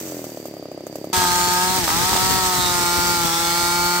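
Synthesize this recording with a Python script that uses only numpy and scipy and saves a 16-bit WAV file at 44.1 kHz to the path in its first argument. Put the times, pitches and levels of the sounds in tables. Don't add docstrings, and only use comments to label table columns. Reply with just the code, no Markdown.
import sys
import numpy as np
from scipy import signal
from scipy.fft import rfft, irfft
from scipy.io import wavfile
from scipy.ndimage import uniform_filter1d

SR = 44100
rng = np.random.default_rng(int(sys.argv[2]) if len(sys.argv) > 2 else 0)


def master(y):
    cut = np.clip(np.atleast_2d(y).T, -1, 1)
    pcm = np.round(cut * 32767)
    wavfile.write(sys.argv[1], SR, pcm.astype(np.int16))


N = 176400

# freq_hz, gain_db, left_over_right_db
WIND_EQ = [(25, -47, 0), (61, -8, 10.5), (109, -4.5, 12.5), (169, -5, 6.5), (450, -10.5, 10.5),
           (2000, -53, 4)]
# time_s, level_db
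WIND_FADER = [(1.13, -38.5), (2.3, -32), (3.2, -36), (4, -55)]
# peak_s, level_db
WIND_GUSTS = [(1.18, -24.5), (1.39, -33.5), (1.478, -26), (1.709, -29), (1.785, -24), (2.03, -24.5),
              (2.14, -24), (2.305, -23), (2.59, -25.5), (2.99, -22.5), (3.25, -27.5), (3.63, -27)]

# freq_hz, gain_db, left_over_right_db
TICKOVER_EQ = [(60, -8, 0), (380, 14.5, -0.5), (1400, -9.5, 4), (2050, -3, 2), (2610, -7, 2),
               (6000, -9.5, -4), (15000, -35, 0)]
# start_s, level_db
LINK_JINGLES = [(.473, -40), (.58, -48), (.632, -48), (.982, -46), (1.09, -50)]
# freq_hz, gain_db, left_over_right_db
COAST_EQ = [(500, -6.5, 0), (2000, -3, 3), (3000, -7, 4.5), (4780, -6.5, 5), (5800, -1, -9.5),
            (8330, -2, -12), (9700, -11, 6), (12000, -5.5, 7), (14000, 1, 9), (16000, -4.5, -2)]
# time_s, level_db
COAST_FADER = [(0, -33), (.25, -40.5), (.45, -46), (.68, -57.5), (.82, -59), (.98, -47), (1.12, -54)]
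# time_s, turn_rate_hz
IDLE_REVS = [(0, 48), (.13, 42.9), (.3, 38.2), (.42, 36), (.53, 35.8), (.62, 33.6), (.82, 32.7),
             (.95, 34.4), (1.1, 35)]
# freq_hz, gain_db
PUFF_EQ = [(40, -40), (100, -7.5), (160, -3), (225, -4.5), (305, 4), (450, -4), (600, -3), (880, -19.5),
           (1050, -30), (4000, -72)]
# time_s, level_db
PUFF_FADER = [(0, -36.5), (.25, -34.5), (.42, -37), (.8, -37.5), (1.1, -34)]
# near_s, bang_accent_db, jerk_accent_db
IDLE_BANGS = [(.121, -4.5, -22), (.192, -8, -23), (.242, -5.5, -2), (.293, -12, -20), (.373, -3.5, -21),
              (.457, -2.5, -0.5), (.539, -9, -20), (.568, -7, -20), (.626, -7, -19), (.656, -5, -24),
              (.715, -5, -11), (.775, -5.5, -17), (.806, -8.5, -22), (.867, -3, -1.5), (.926, -11.5, -20),
              (.956, -1, -0.5), (1.041, -1, -6)]
# freq_hz, gain_db
BANG_EQ = [(60, -64), (250, 4.5), (450, 3), (600, 9), (800, -6.5), (1000, -15.5), (1250, -11.5),
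           (1600, -43), (4000, -39)]

# freq_hz, gain_db, left_over_right_db
CLATTER_EQ = [(1210, -11.5, -17), (2630, -9, 3.5), (3700, 1.5, 5.5), (5470, 1, -2.5), (6500, -2.5, -7),
              (8500, 2, -2.5), (10200, -15.5, 2), (15700, -2.5, -7)]
# peak_s, length_s, pitch_hz, accent_db
CHAIN_SQUEALS = [(1.18, .12, 3290, -44), (1.31, 0.094, 4200, -35), (1.415, .14, 7120, -33.5),
                 (1.48, 0.11, 4320, -34.5), (1.72, 0.09, 4270, -34.5), (2.34, 0.11, 3700, -38),
                 (2.362, 0.34, 4420, -37.5), (2.626, 0.11, 4130, -32), (2.652, 0.15, 3780, -31),
                 (2.898, .24, 4360, -34.5), (2.88, 0.47, 5600, -41), (3.096, 0.23, 4650, -37.5),
                 (3.35, 0.2, 5470, -37), (3.398, 0.29, 3530, -37.5), (3.524, 0.17, 4400, -34.5),
                 (3.62, 0.23, 4680, -35.5), (3.82, 0.56, 4400, -33.5)]
# freq_hz, gain_db, left_over_right_db
RASP_EQ = [(60, 3, 21), (360, 0.5, -2), (526, -4.5, 17), (840, 4, 3.5), (1920, 4.5, 4), (2920, 2, -1),
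           (4170, 5.5, 0.5), (6000, 5, -3.5), (7400, 4, -4.5), (8400, 3, -13), (9500, -2.5, 3.5),
           (11650, -1, 1.5), (14600, 1, 2), (17000, -32, -1)]
# time_s, level_db
RASP_FADER = [(1.13, -19.5), (1.25, -21), (1.6, -22.5), (1.87, -22), (2.15, -21), (2.4, -22), (2.7, -22),
              (3.3, -23), (4, -24)]
# time_s, firing_rate_hz
SAW_REVS = [(1.14, 184), (1.28, 178.1), (1.45, 178), (1.57, 179.5), (1.76, 186.8), (1.78, 184.5),
            (1.84, 169.3), (1.885, 154), (2.02, 178.8), (2.1, 187.7), (2.17, 183.4), (2.25, 187.7),
            (2.37, 187.3), (2.55, 181.4), (2.86, 174), (3.07, 175.7), (3.22, 171.5), (3.28, 167.2),
            (3.6, 172.9), (3.98, 176.3)]
# start_s, end_s, depth_ratio
MISFIRES = [(1.215, 1.26, .45), (1.874, 1.912, .7), (2.12, 2.178, .65)]
# freq_hz, gain_db
MUFFLER_REAR_EQ = [(90, -44), (175, -5.5), (360, -3.5), (540, -27), (720, -3), (900, 6.5), (1080, -12),
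                   (1255, 2), (1440, -13), (1630, -2.5), (1790, -22), (5000, -29)]
MUFFLER_TURNING_EQ = [(90, -39.5), (183, -6), (372, -1.5), (555, -14), (745, 2.5), (930, 6.5), (1115, -4),
                      (1300, 5.5), (1500, -20), (1680, -17), (1870, -2.5), (2060, -16), (5000, -21.5)]
MUFFLER_SIDE_EQ = [(90, -51), (175, -0.5), (350, 1), (520, -8), (700, -5), (870, 7.5), (1050, -6),
                   (1220, 1), (1400, 7), (1570, -13.5), (2050, -13.5), (2265, -1), (2450, -25.5)]
# time_s, level_db
EXHAUST_FADER = [(1.13, -21.5), (1.5, -22), (1.76, -22.5), (1.83, -22.5), (1.92, -24.5), (2.06, -23.5),
                 (2.5, -22.5), (3.05, -23), (3.35, -23.5), (4, -22)]
# freq_hz, left_minus_right_rad
EXHAUST_EAR_PHASE = [(100, 0.99), (700, -0.81), (950, 0.22), (1200, -1.5), (1460, -1.32), (1890, -0.82),
                     (3000, -1.4)]

CUT_S = 1.129
EASE_S, REOPEN_S, THROTTLE_MOVE_S = 1.79, 1.88, .0044
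TURN_S, HALF_TURNED_S, TURNED_S = 1.75, 2.35, 3.07
FOLIAGE_DECAY_S = .011


def undb(db):
    return 10 ** (np.asarray(db) / 20)


def unit(x):
    return x / np.sqrt(np.mean(x ** 2))


def times():
    return np.arange(N) / SR


def curve(rows):
    return np.interp(times(), *np.array(rows).T)


def ramp(start, length):
    return np.clip((times() - start) / length, 0, 1)


def swell(at, length):
    return np.exp(-2 * np.sqrt(2) * ((times() - at) / length) ** 2)


def walk(rate_hz):
    size = int(SR / rate_hz)
    steps = np.repeat(rng.standard_normal(N // size + 1), size)
    return unit(uniform_filter1d(uniform_filter1d(steps, size), size)[:N])


def freqs():
    return np.maximum(np.arange(N // 2 + 1) * SR / N, 1)


def per_bin(rows, column=1):
    rows = np.array(rows)
    return np.interp(np.log(freqs()), np.log(rows[:, 0]), rows[:, column])


def convolve(x, response):
    return irfft(rfft(x, 2 * N) * rfft(response, 2 * N))[..., :N]


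def body(x, eq):
    cepstrum = irfft(np.log(undb(per_bin(eq))))
    cepstrum[1:N // 2] *= 2
    cepstrum[N // 2 + 1:] = 0
    response = irfft(np.exp(rfft(cepstrum)))
    return convolve(x, unit(response) / np.sqrt(N))


def resonate(x, hz, widths_hz):
    for width in widths_hz:
        x = signal.lfilter(*signal.iirpeak(hz, hz / width, fs=SR), x)
    return x


def low_pass(x, hz, order):
    return signal.sosfiltfilt(signal.butter(order, hz, fs=SR, output="sos"), x)


def pan(db):
    return undb(np.array([[1], [-1]]) * db / 2)


def colour(x, eq):
    return unit(irfft(rfft(x) * undb(per_bin(eq)) * pan(per_bin(eq, column=2))))


def noise(alike_hz=1360):
    mid, side = rfft(rng.standard_normal((2, N)))
    alike = .85 / (1 + (freqs() / alike_hz) ** 4)
    return unit(irfft(mid * np.sqrt(1 + alike) + np.array([[1], [-1]]) * side * np.sqrt(1 - alike)))


def pulses(at, size):
    index = (at * SR).astype(int)[:, None] + np.arange(-7, 9)
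    offset = index - at[:, None] * SR
    shape = np.sinc(offset) * np.cos(np.pi * offset / 16) ** 2
    return np.bincount(np.clip(index, 0, N).ravel(), (shape * size[:, None]).ravel(), N + 1)[:N]


def hits(at, size, decay_s):
    return convolve(pulses(at, size), np.exp(-times() / decay_s))


def scatter(x, decay_s):
    response = rng.standard_normal((2, N)) * np.exp(-times() / decay_s)
    return convolve(x, unit(response) / np.sqrt(N))


def wind(gust_s=.013):
    gusts = sum(undb(db) * np.exp(-((times() - at) / gust_s) ** 2) for at, db in WIND_GUSTS)
    tumble = undb(curve(WIND_FADER) + 4.5 * np.tanh(walk(rate_hz=26)))
    return colour(noise(alike_hz=60), WIND_EQ) * np.hypot(tumble, gusts)


def tickover():
    return undb(-43.5) * colour(noise(), TICKOVER_EQ)


def clutch_drum():
    return undb(-52) * unit(resonate(noise(), hz=4720, widths_hz=(150, 500))) * pan(db=-8.5)


def jingles():
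    at, db = np.array(LINK_JINGLES).T
    shimmer = unit(resonate(noise(), hz=13900, widths_hz=(1800, 1800)))
    return hits(at, undb(db), decay_s=.014) * shimmer * pan(db=6)


def coasting_chain(turn_at, turn_size, jerk_at, jerk_db):
    jerks = 2 * hits(jerk_at, undb(jerk_db - 41), decay_s=.0086)
    ticks = hits(turn_at, turn_size * undb(-48), decay_s=.002)
    hiss = colour(noise(), COAST_EQ)
    slide = undb(curve(COAST_FADER) + .97 * walk(rate_hz=180))
    link_grain = undb(2 * walk(rate_hz=1500))
    return hiss * (slide + jerks + ticks) * link_grain


def idle(first_turn_s=.011, intake_lag_turns=.43, gulp_db_per_hz=.74, ear_lag_s=54e-6):
    t = times()
    revs = curve(IDLE_REVS)
    turns = np.cumsum(revs) / SR
    fired = np.arange(int(turns[-1]) - 2) + np.interp(first_turn_s, t, turns)
    puff_at, gulp_at = np.interp([fired, fired + intake_lag_turns], turns, t)
    size = undb(rng.standard_normal(len(puff_at)))
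    puffs = unit(body(pulses(puff_at, size), PUFF_EQ))
    gulps = unit(resonate(body(pulses(gulp_at, size), PUFF_EQ), hz=307, widths_hz=(310,)))
    gulps *= undb(-13 + gulp_db_per_hz * (revs - revs.min()))
    near_s, bang_db, jerk_db = np.array(IDLE_BANGS).T
    bang_at = puff_at[np.abs(puff_at[:, None] - near_s).argmin(axis=0)]
    bangs = 2 * body(pulses(bang_at, undb(bang_db - 5)), BANG_EQ)
    engine = (puffs + gulps) * undb(curve(PUFF_FADER)) + bangs
    ears = np.array([np.interp(t - ear_lag_s, t, engine), engine])
    metal = coasting_chain(puff_at, size, bang_at, jerk_db) + clutch_drum()
    foliage = undb(-27) * scatter(engine, FOLIAGE_DECAY_S)
    return ears + foliage + metal + jingles() + tickover()


def squeals(fire, q=13):
    out = 0
    for at, length, hz, db in CHAIN_SQUEALS:
        ring = resonate(fire, hz, widths_hz=(hz / q, hz / q))
        bind = swell(at, length)
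        ring_rms = np.sqrt(np.average(ring ** 2, weights=bind))
        out += undb(db) * bind * ring / ring_rms
    return out * undb(2.5) * pan(db=-4.5)


def clatter(fire, throttle, level_db=-24.5, eased_db=-5):
    shares = np.array([walk(rate_hz=4) for _ in range(4)])
    shares /= np.linalg.norm(shares, axis=0)
    rattle = sum(share * scatter(fire, decay_s=.017) for share in shares)
    return colour(rattle, CLATTER_EQ) * undb(level_db + eased_db * (1 - throttle))


def rasp(turns, grain_db=1.5, flutter_db=.64):
    pulsing = 1 + .033 * np.cos(2 * np.pi * turns)
    grit = undb(grain_db * walk(rate_hz=1200) + flutter_db * walk(rate_hz=60))
    return colour(noise() * pulsing * grit, RASP_EQ) * undb(curve(RASP_FADER))


def misfire_depth(t):
    return sum(depth * ((t > start) & (t < end)) for start, end, depth in MISFIRES)


def barks(turns, decay_turns=.5):
    gas = rng.standard_normal(N) * np.exp(-(turns % 2) / decay_turns)
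    bark = unit(resonate(gas, hz=774, widths_hz=(1060, 2120)))
    return bark * misfire_depth(times()) * undb(-24.5)


def firings(turns, jitter_s=1e-5, spread_db=.5, stutter_spread_db=2):
    count = np.arange(1, int(turns[-1]))
    at = np.interp(count, turns, times())
    stutter = misfire_depth(at)
    timing, strength = rng.standard_normal((len(at), 2)).T
    limp = 1 + stutter * (-1) ** count
    size = limp * undb((spread_db + stutter_spread_db * stutter) * strength)
    return pulses(at + jitter_s * timing * (1 + 8 * stutter), size)


def exhaust(fire, throttle, snarl_db=5, boom_db=1.5):
    rear = 1 - ramp(TURN_S, HALF_TURNED_S - TURN_S)
    side = ramp(HALF_TURNED_S, TURNED_S - HALF_TURNED_S)
    angles = [(rear, MUFFLER_REAR_EQ), (1 - rear - side, MUFFLER_TURNING_EQ), (side, MUFFLER_SIDE_EQ)]
    tone = sum(share * unit(body(fire, eq)) for share, eq in angles)
    top = tone - low_pass(tone, hz=1000, order=6)
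    tone += top * (undb(snarl_db * swell(at=1.945, length=.11)) - 1)
    boom = undb(boom_db) * low_pass(tone, hz=820, order=3)
    tone = ((1 - throttle) * boom + throttle * tone) * undb(curve(EXHAUST_FADER))
    right = irfft(rfft(tone) * np.exp(-1j * per_bin(EXHAUST_EAR_PHASE)))
    foliage = undb(-19) * scatter(tone, FOLIAGE_DECAY_S)
    return np.array([tone, right]) * pan(db=2) + foliage


def sawing():
    turns = np.cumsum(curve(SAW_REVS)) / SR
    throttle = 1 - ramp(EASE_S, THROTTLE_MOVE_S) + ramp(REOPEN_S - THROTTLE_MOVE_S, THROTTLE_MOVE_S)
    fire = firings(turns)
    return clatter(fire, throttle) + squeals(fire) + rasp(turns) + barks(turns) + exhaust(fire, throttle)


def scene():
    cutting = ramp(CUT_S, .002)
    return (1 - cutting) * idle() + cutting * (sawing() + wind())


def record(dry, low_cut_hz=45, high_cut_hz=15750):
    thin = signal.sosfilt(signal.butter(4, low_cut_hz, "high", fs=SR, output="sos"), dry)
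    return signal.sosfilt(signal.ellip(12, .2, 70, high_cut_hz, fs=SR, output="sos"), thin)


dry = scene()
out = record(dry)
master(out)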